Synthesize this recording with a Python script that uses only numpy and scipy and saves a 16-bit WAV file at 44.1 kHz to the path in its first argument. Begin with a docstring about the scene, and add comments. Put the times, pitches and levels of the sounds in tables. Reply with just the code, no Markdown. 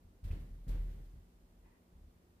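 """Heavy steps on the floor above boom in a few low ceiling modes, struck by softened clicks.
Dull noise thuds after each blow over a deep filtered-noise rumble; fittings rattle and sizzle in
noise bursts, one clinks in damped modes, and a faint scuff of resonant noise comes late.
Wavering sines make a motor's faint hum; coloured noise is the room air, and recorder hiss
swells with the thumps, as if the recorder's gain opened."""
import sys
import numpy as np
from scipy import signal
from scipy.fft import rfft, irfft
from scipy.io import wavfile

SR = 44100
rng = np.random.default_rng(int(sys.argv[2]) if len(sys.argv) > 2 else 0)


def linear_from_db(decibels):
    """Turn decibels (scalar or array-like) into linear amplitude factors; 0 gives 1."""
    return 10 ** (np.asarray(decibels, float) / 20)


def master_out(mix):
    """Clip the mix to full scale and print it as 16-bit PCM to the path in sys.argv[1]."""
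    frames = np.transpose(np.atleast_2d(mix))
    ceiling = np.clip(frames, -1, 1)
    pcm = np.round(ceiling * 32767).astype(np.int16)
    wavfile.write(sys.argv[1], SR, pcm)


N = 105840  # 2.4 s

# Contacts of feet and objects overhead. Each row: start in seconds, then the strengths in dB
# that drive the boom, knock, rap and tap modes.
BLOWS = [(0.047, -62, -62, -51, -70), (0.147, -57.5, -66, -58, -80), (0.229, -47, -38.5, -66, -69),
         (.248, -33.5, -31.5, -41.5, -48), (0.27, -54, -85, -38, -56.5), (0.304, -33, -36, -37, -48),
         (0.321, -43, -81, -55, -46), (0.364, -58, -55, -71, -62.5), (0.401, -48, -60, -46, -54),
         (0.426, -65, -55, -73, -53), (0.507, -38.5, -47, -62, -60), (0.53, -65, -51, -58, -57.5),
         (0.607, -44.5, -64, -64, -63), (0.667, -53, -62, -68, -45.5), (0.682, -27.5, -50, -57, -57),
         (0.694, -49, -54, -61, -46.5), (0.708, -48, -53, -60, -55), (0.729, -36, -62, -40, -56),
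         (.743, -48, -50, -44, -45.5), (0.783, -30.5, -69, -63, -52.5), (0.805, -55, -53, -38, -58),
         (0.857, -44.5, -46, -73, -52.5), (0.882, -63, -50, -67, -52.5), (0.941, -62, -68, -50, -56),
         (0.981, -46.5, -67, -59, -53.5), (1.060, -53, -56, -63, -74), (1.134, -62, -57.5, -55, -59.5),
         (1.15, -76, -49, -65, -65), (1.182, -66.5, -52.5, -54, -67.5), (1.924, -56.5, -59.5, -80, -66.5),
         (1.953, -74, -57, -57, -66), (1.984, -63, -55.5, -68, -81), (2.012, -73, -60, -62, -75),
         (2.039, -66, -56.5, -67, -75), (2.055, -59, -64, -58, -74), (2.161, -89, -68, -61, -71.5),
         (2.295, -71, -64, -71, -82)]
# Ceiling modes, by driving strength. Each row: frequency in Hz, relative level in dB, t60 in seconds.
BOOM_MODES = [(40.75, -1.5, 0.48)]
KNOCK_MODES = [(75.3, 0.22, 0.31)]
RAP_MODES = [(86.8, 0, 0.24)]
TAP_MODES = [(109, 6, 0.16), (147.9, 9, 0.12), (173.1, -15.5, 0.8), (185, -7, 0.09), (228, -13, 0.067),
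             (256, -4, 0.27), (310, -0.5, 0.094), (355, -9, 0.092)]
CONTACT_S, MODE_SPREAD_DB, LEFT_LEAD_S = 0.0013, 0.97, 0.0003

# Thud colour. Each row: frequency in Hz, relative density in dB per Hz.
THUD_COLOUR = [(50, -23.5), (130, -3), (240, -13), (345, -17.5), (500, -22.5), (950, -35.5), (2000, -33.5),
               (4000, -77)]
THUD_RE_TAP_DB, THUD_T60_S, THUD_RISE_S = -6, 0.5, 0.011

# Building rumble level. Each row: time in seconds, rms level in dB.
RUMBLE_LEVEL = [(0, -58), (.2, -76), (.5, -59.5), (1.1, -62.5), (1.3, -64.5), (1.652, -62.5), (1.75, -71.5),
                (1.88, -83), (1.959, -61.5), (2.1, -67.5), (2.4, -78)]
# Rumble resonances. Each row: frequency in Hz, width in Hz, relative level in dB.
RUMBLE_PEAKS = [(39.7, 9, -0.5), (51.5, 14, -3), (73.6, 13, -10.5)]

# Shaken fittings. Each row: start in seconds, rattle level in dB, sizzle level in dB.
RATTLES = [(0.239, -66.5, -65), (.275, -66, -71), (0.31, -62.5, -70), (.350, -87, -88), (.396, -100, -74.5),
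           (0.679, -86, -61.5), (0.688, -64, -64.5), (0.712, -63.5, -96), (.745, -69.5, -78),
           (0.901, -72.5, -77), (1.040, -105, -78)]
# Rattle and sizzle colours. Each row: frequency in Hz, relative density in dB per Hz.
RATTLE_COLOUR = [(500, -3.5), (1000, -7), (2200, -7), (3500, -12), (6000, -22.5), (10000, -26.5)]
SIZZLE_COLOUR = [(2000, 4), (4000, 11), (6000, 5), (12000, 7), (15300, 6)]
RATTLE_T60_S, RATTLE_RISE_S = 0.55, 0.0056
SIZZLE_T60_S, SIZZLE_RISE_S = 0.19, 0.005

# Modes of one chattering fitting. Each row: frequency in Hz, relative level in dB, t60 in seconds.
CLINK_MODES = [(2190, -11, 0.031), (2380, 3, 0.02), (2600, 10, 0.01), (2900, -6, 0.0096),
               (3220, 2.5, 0.028)]
CLINK_START_S, CLINK_GAP_S = 0.3112, 0.002
CLINK_DB, CLINK_LOSS_DB, CLINK_SPREAD_DB = -69, 0.3, 4.5  # loss per touch

# Faint scuff level. Each row: time in seconds, level in dB before the patchiness.
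SCUFF_LEVEL = [(1.6, -107), (1.655, -70), (1.70, -73.5), (1.755, -78), (1.8, -84), (1.85, -100)]
# Scuff resonances. Each row: frequency in Hz, width in Hz, relative level in dB.
SCUFF_PEAKS = [(376, 56, 2), (900, 260, 2.5), (1890, 400, 0.5), (2420, 270, -8.5)]
SCUFF_PATCHY_DB, SCUFF_PATCHY_HZ = 2.5, 25.0

# Motor lines. Each row: frequency in Hz, rms level in dB before the waver.
HUM_LINES = [(59.2, -76), (177.6, -76), (236.9, -80.5), (393, -96)]
HUM_WAVER_DB, HUM_WAVER_HZ = 1.04, 4.9

# Room air colour. Each row: frequency in Hz, relative density in dB per Hz.
AIR_COLOUR = [(25, -19), (45, -14), (80, -6.5), (150, -15.5), (200, -12.5), (349, -12.5), (408, -16),
              (652, -21), (869, -24.5), (1040, -25.5), (2500, -33.5), (5840, -37.5), (15300, -39)]
AIR_DB, AIR_LEFT_LEAN_DB = -69.5, -0.5

# Recorder hiss colour. Each row: frequency in Hz, relative density in dB per Hz.
HISS_COLOUR = [(700, -5), (1500, -3), (3000, -2.3), (6000, -7), (12000, -7.5), (15300, -3)]
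HISS_DB, HISS_DB_PER_DB, HISS_LAG_S = -76.5, 0.73, 0.088  # HISS_DB holds at a sound level of -40 dB

# Stereo likeness of the noises. Each row: frequency in Hz, left-right correlation from -1 to 1.
LIKENESS = [(60, 0.95), (130, 0.85), (290, 0.85), (640, 0.46), (1400, -0.34), (3080, 0.038), (6770, -0.19),
            (14900, -0.0079)]


def rms_one(x):
    """Scales to rms 1."""
    return x / np.sqrt(np.mean(x ** 2) + 1e-20)


def at_hz(points, hz):
    """Interpolates a table over log frequency."""
    table_hz, values = np.transpose(points)
    return np.interp(np.log(hz), np.log(table_hz), values)


def over_time(points):
    """Interpolates a (seconds, value) table at every sample."""
    return np.interp(np.arange(N) / SR, *np.transpose(points))


def smooth(x, seconds):
    """One-pole low-pass of unit gain at DC."""
    r = np.exp(-1 / (seconds * SR))
    return signal.lfilter([1 - r], [1, -r], x + 1e-18)


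def drift(rate_hz):
    """Slow random wander of spread about 1: noise through two equal poles."""
    step = 40  # samples per drawn point
    r = np.exp(-2 * np.pi * rate_hz * step / SR)
    white = rng.standard_normal(N // step + 2002)
    slow = signal.lfilter([1], [1, -2 * r, r * r], white)[2000:]  # settled part
    return np.interp(np.arange(N) / step, np.arange(len(slow)), rms_one(slow))


def clicks(start_s, db):
    """Single-sample impulses."""
    out = np.zeros(N)
    out[(np.asarray(start_s) * SR).astype(int)] = linear_from_db(db)
    return out


def ring(x, hz, t60_s):
    """Damped mode: a unit click starts a sine of initial height 1."""
    r = linear_from_db(-60 / (t60_s * SR))
    w = 2 * np.pi * hz / SR
    return signal.lfilter([0, np.sin(w)], [1, -2 * r * np.cos(w), r * r], x + 1e-18)


def resonance(x, hz, width_hz):
    """Two-pole band-pass."""
    r = np.exp(-np.pi * width_hz / SR)
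    return signal.lfilter([1, 0, -1], [1, -2 * r * np.cos(2 * np.pi * hz / SR), r * r], x)


def resonant_noise(white, peaks):
    """White noise through parallel steep resonances, each filtered twice; rms 1."""
    out = 0
    for hz, width_hz, db in peaks:
        once = resonance(white, hz, width_hz)
        out = out + linear_from_db(db) * rms_one(resonance(once, hz, width_hz))
    return rms_one(out)


def dying(start_s, db, t60_s, rise_s):
    """Envelope of decaying bursts whose powers add."""
    r = linear_from_db(-120 / (t60_s * SR))  # decay of power
    power = signal.lfilter([1], [1, -r], clicks(start_s, 2 * np.asarray(db)) + 1e-18)
    return np.sqrt(smooth(power, rise_s))


def noise(colour):
    """Coloured stereo noise of rms 1, with left-right likeness set by frequency."""
    hz = np.maximum(np.fft.rfftfreq(N, 1 / SR), 1)
    white = rfft(rng.standard_normal((2, N)))
    mid, side = white * linear_from_db(at_hz(colour, hz)) * (hz > 20) * (hz < 15480)
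    alike = np.clip(at_hz(LIKENESS, hz), -1, 1)
    spectrum = np.sqrt(1 + alike) * mid + np.sqrt(1 - alike) * side * [[1], [-1]]
    return rms_one(irfft(spectrum, N))


def room_air():
    """Steady coloured noise, slightly weaker on the left."""
    return linear_from_db([[AIR_DB + AIR_LEFT_LEAN_DB], [AIR_DB]]) * noise(AIR_COLOUR)


def hum():
    """Motor hum: sine lines, each wavering in level on its own."""
    t = np.arange(N) / SR
    out = 0
    for hz, db in HUM_LINES:
        level = np.sqrt(2) * linear_from_db(db + HUM_WAVER_DB * drift(HUM_WAVER_HZ))
        out = out + level * np.sin(2 * np.pi * (hz * t + rng.random()))
    return out


def rumble():
    """The building rumbles on between blows: mono noise in low resonances under a level curve."""
    return linear_from_db(over_time(RUMBLE_LEVEL)) * resonant_noise(rng.standard_normal(N), RUMBLE_PEAKS)


def booms():
    """Each blow strikes all ceiling modes, softened by the contact time; the left leads."""
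    start_s, *strengths = np.transpose(BLOWS)
    groups = (BOOM_MODES, KNOCK_MODES, RAP_MODES, TAP_MODES)
    modes = [(db, mode) for db, group in zip(strengths, groups) for mode in group]
    rung = 0
    for k, (blow_db, (hz, mode_db, t60_s)) in enumerate(modes):
        spread_db = MODE_SPREAD_DB * rng.standard_normal(len(start_s))
        sign = (-1) ** max(k - 4, 0)  # alternates from the second tap mode up
        rung = rung + sign * ring(clicks(start_s, blow_db + mode_db + spread_db), hz, t60_s)
    left = smooth(smooth(rung, CONTACT_S), CONTACT_S)
    t = np.arange(N) / SR
    return np.array([left, np.interp(t - LEFT_LEAD_S, t, left)])


def thuds():
    """Dull noise dies away after each blow, scaled by its tap strength."""
    start_s, *_, tap_db = np.transpose(BLOWS)
    return dying(start_s, tap_db + THUD_RE_TAP_DB, THUD_T60_S, THUD_RISE_S) * noise(THUD_COLOUR)


def rattles():
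    """Shaken fittings: decaying bursts of mid rattle and bright sizzle."""
    start_s, rattle_db, sizzle_db = np.transpose(RATTLES)
    rattle = dying(start_s, rattle_db, RATTLE_T60_S, RATTLE_RISE_S) * noise(RATTLE_COLOUR)
    sizzle = dying(start_s, sizzle_db, SIZZLE_T60_S, SIZZLE_RISE_S) * noise(SIZZLE_COLOUR)
    return rattle + sizzle


def clink():
    """One fitting chatters: six quick uneven touches ring its modes, band-passed."""
    turn = np.arange(6)
    start_s = CLINK_START_S + CLINK_GAP_S * (turn + rng.uniform(-0.23, 0.3, len(turn)))
    out = np.zeros((2, N))
    for channel in out:
        for hz, mode_db, t60_s in CLINK_MODES:
            spread_db = CLINK_SPREAD_DB * rng.standard_normal(len(turn))
            touch_db = CLINK_DB + mode_db - CLINK_LOSS_DB * turn + spread_db
            channel += ring(clicks(start_s, touch_db), hz, t60_s)
    band = signal.butter(2, (1900, 3400), "band", fs=SR, output="sos")  # Hz
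    return signal.sosfilt(band, out)


def scuff():
    """Faint scuff: patchy stereo noise in a few steep resonances."""
    level_db = over_time(SCUFF_LEVEL) + SCUFF_PATCHY_DB * drift(SCUFF_PATCHY_HZ)
    return linear_from_db(level_db) * resonant_noise(rng.standard_normal((2, N)), SCUFF_PEAKS)


def scene():
    """Sums all sources in the room."""
    return room_air() + hum() + rumble() + booms() + thuds() + rattles() + clink() + scuff()


def band_limit(x):
    """A steep low-pass at the top of the band."""
    return signal.sosfilt(signal.butter(12, 15480, fs=SR, output="sos"), x)


def record(dry):
    """Recorder hiss follows the smoothed sound level; a high-pass cuts the deep bass."""
    level_db = 10 * np.log10(smooth(np.mean(dry ** 2, axis=0), HISS_LAG_S) + 1e-12)
    hiss = linear_from_db(HISS_DB + HISS_DB_PER_DB * (level_db + 40)) * noise(HISS_COLOUR)
    low_cut = signal.butter(2, 25.7, "high", fs=SR, output="sos")  # Hz
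    return band_limit(signal.sosfilt(low_cut, dry + hiss))


dry = scene()
out = record(dry)
master_out(out)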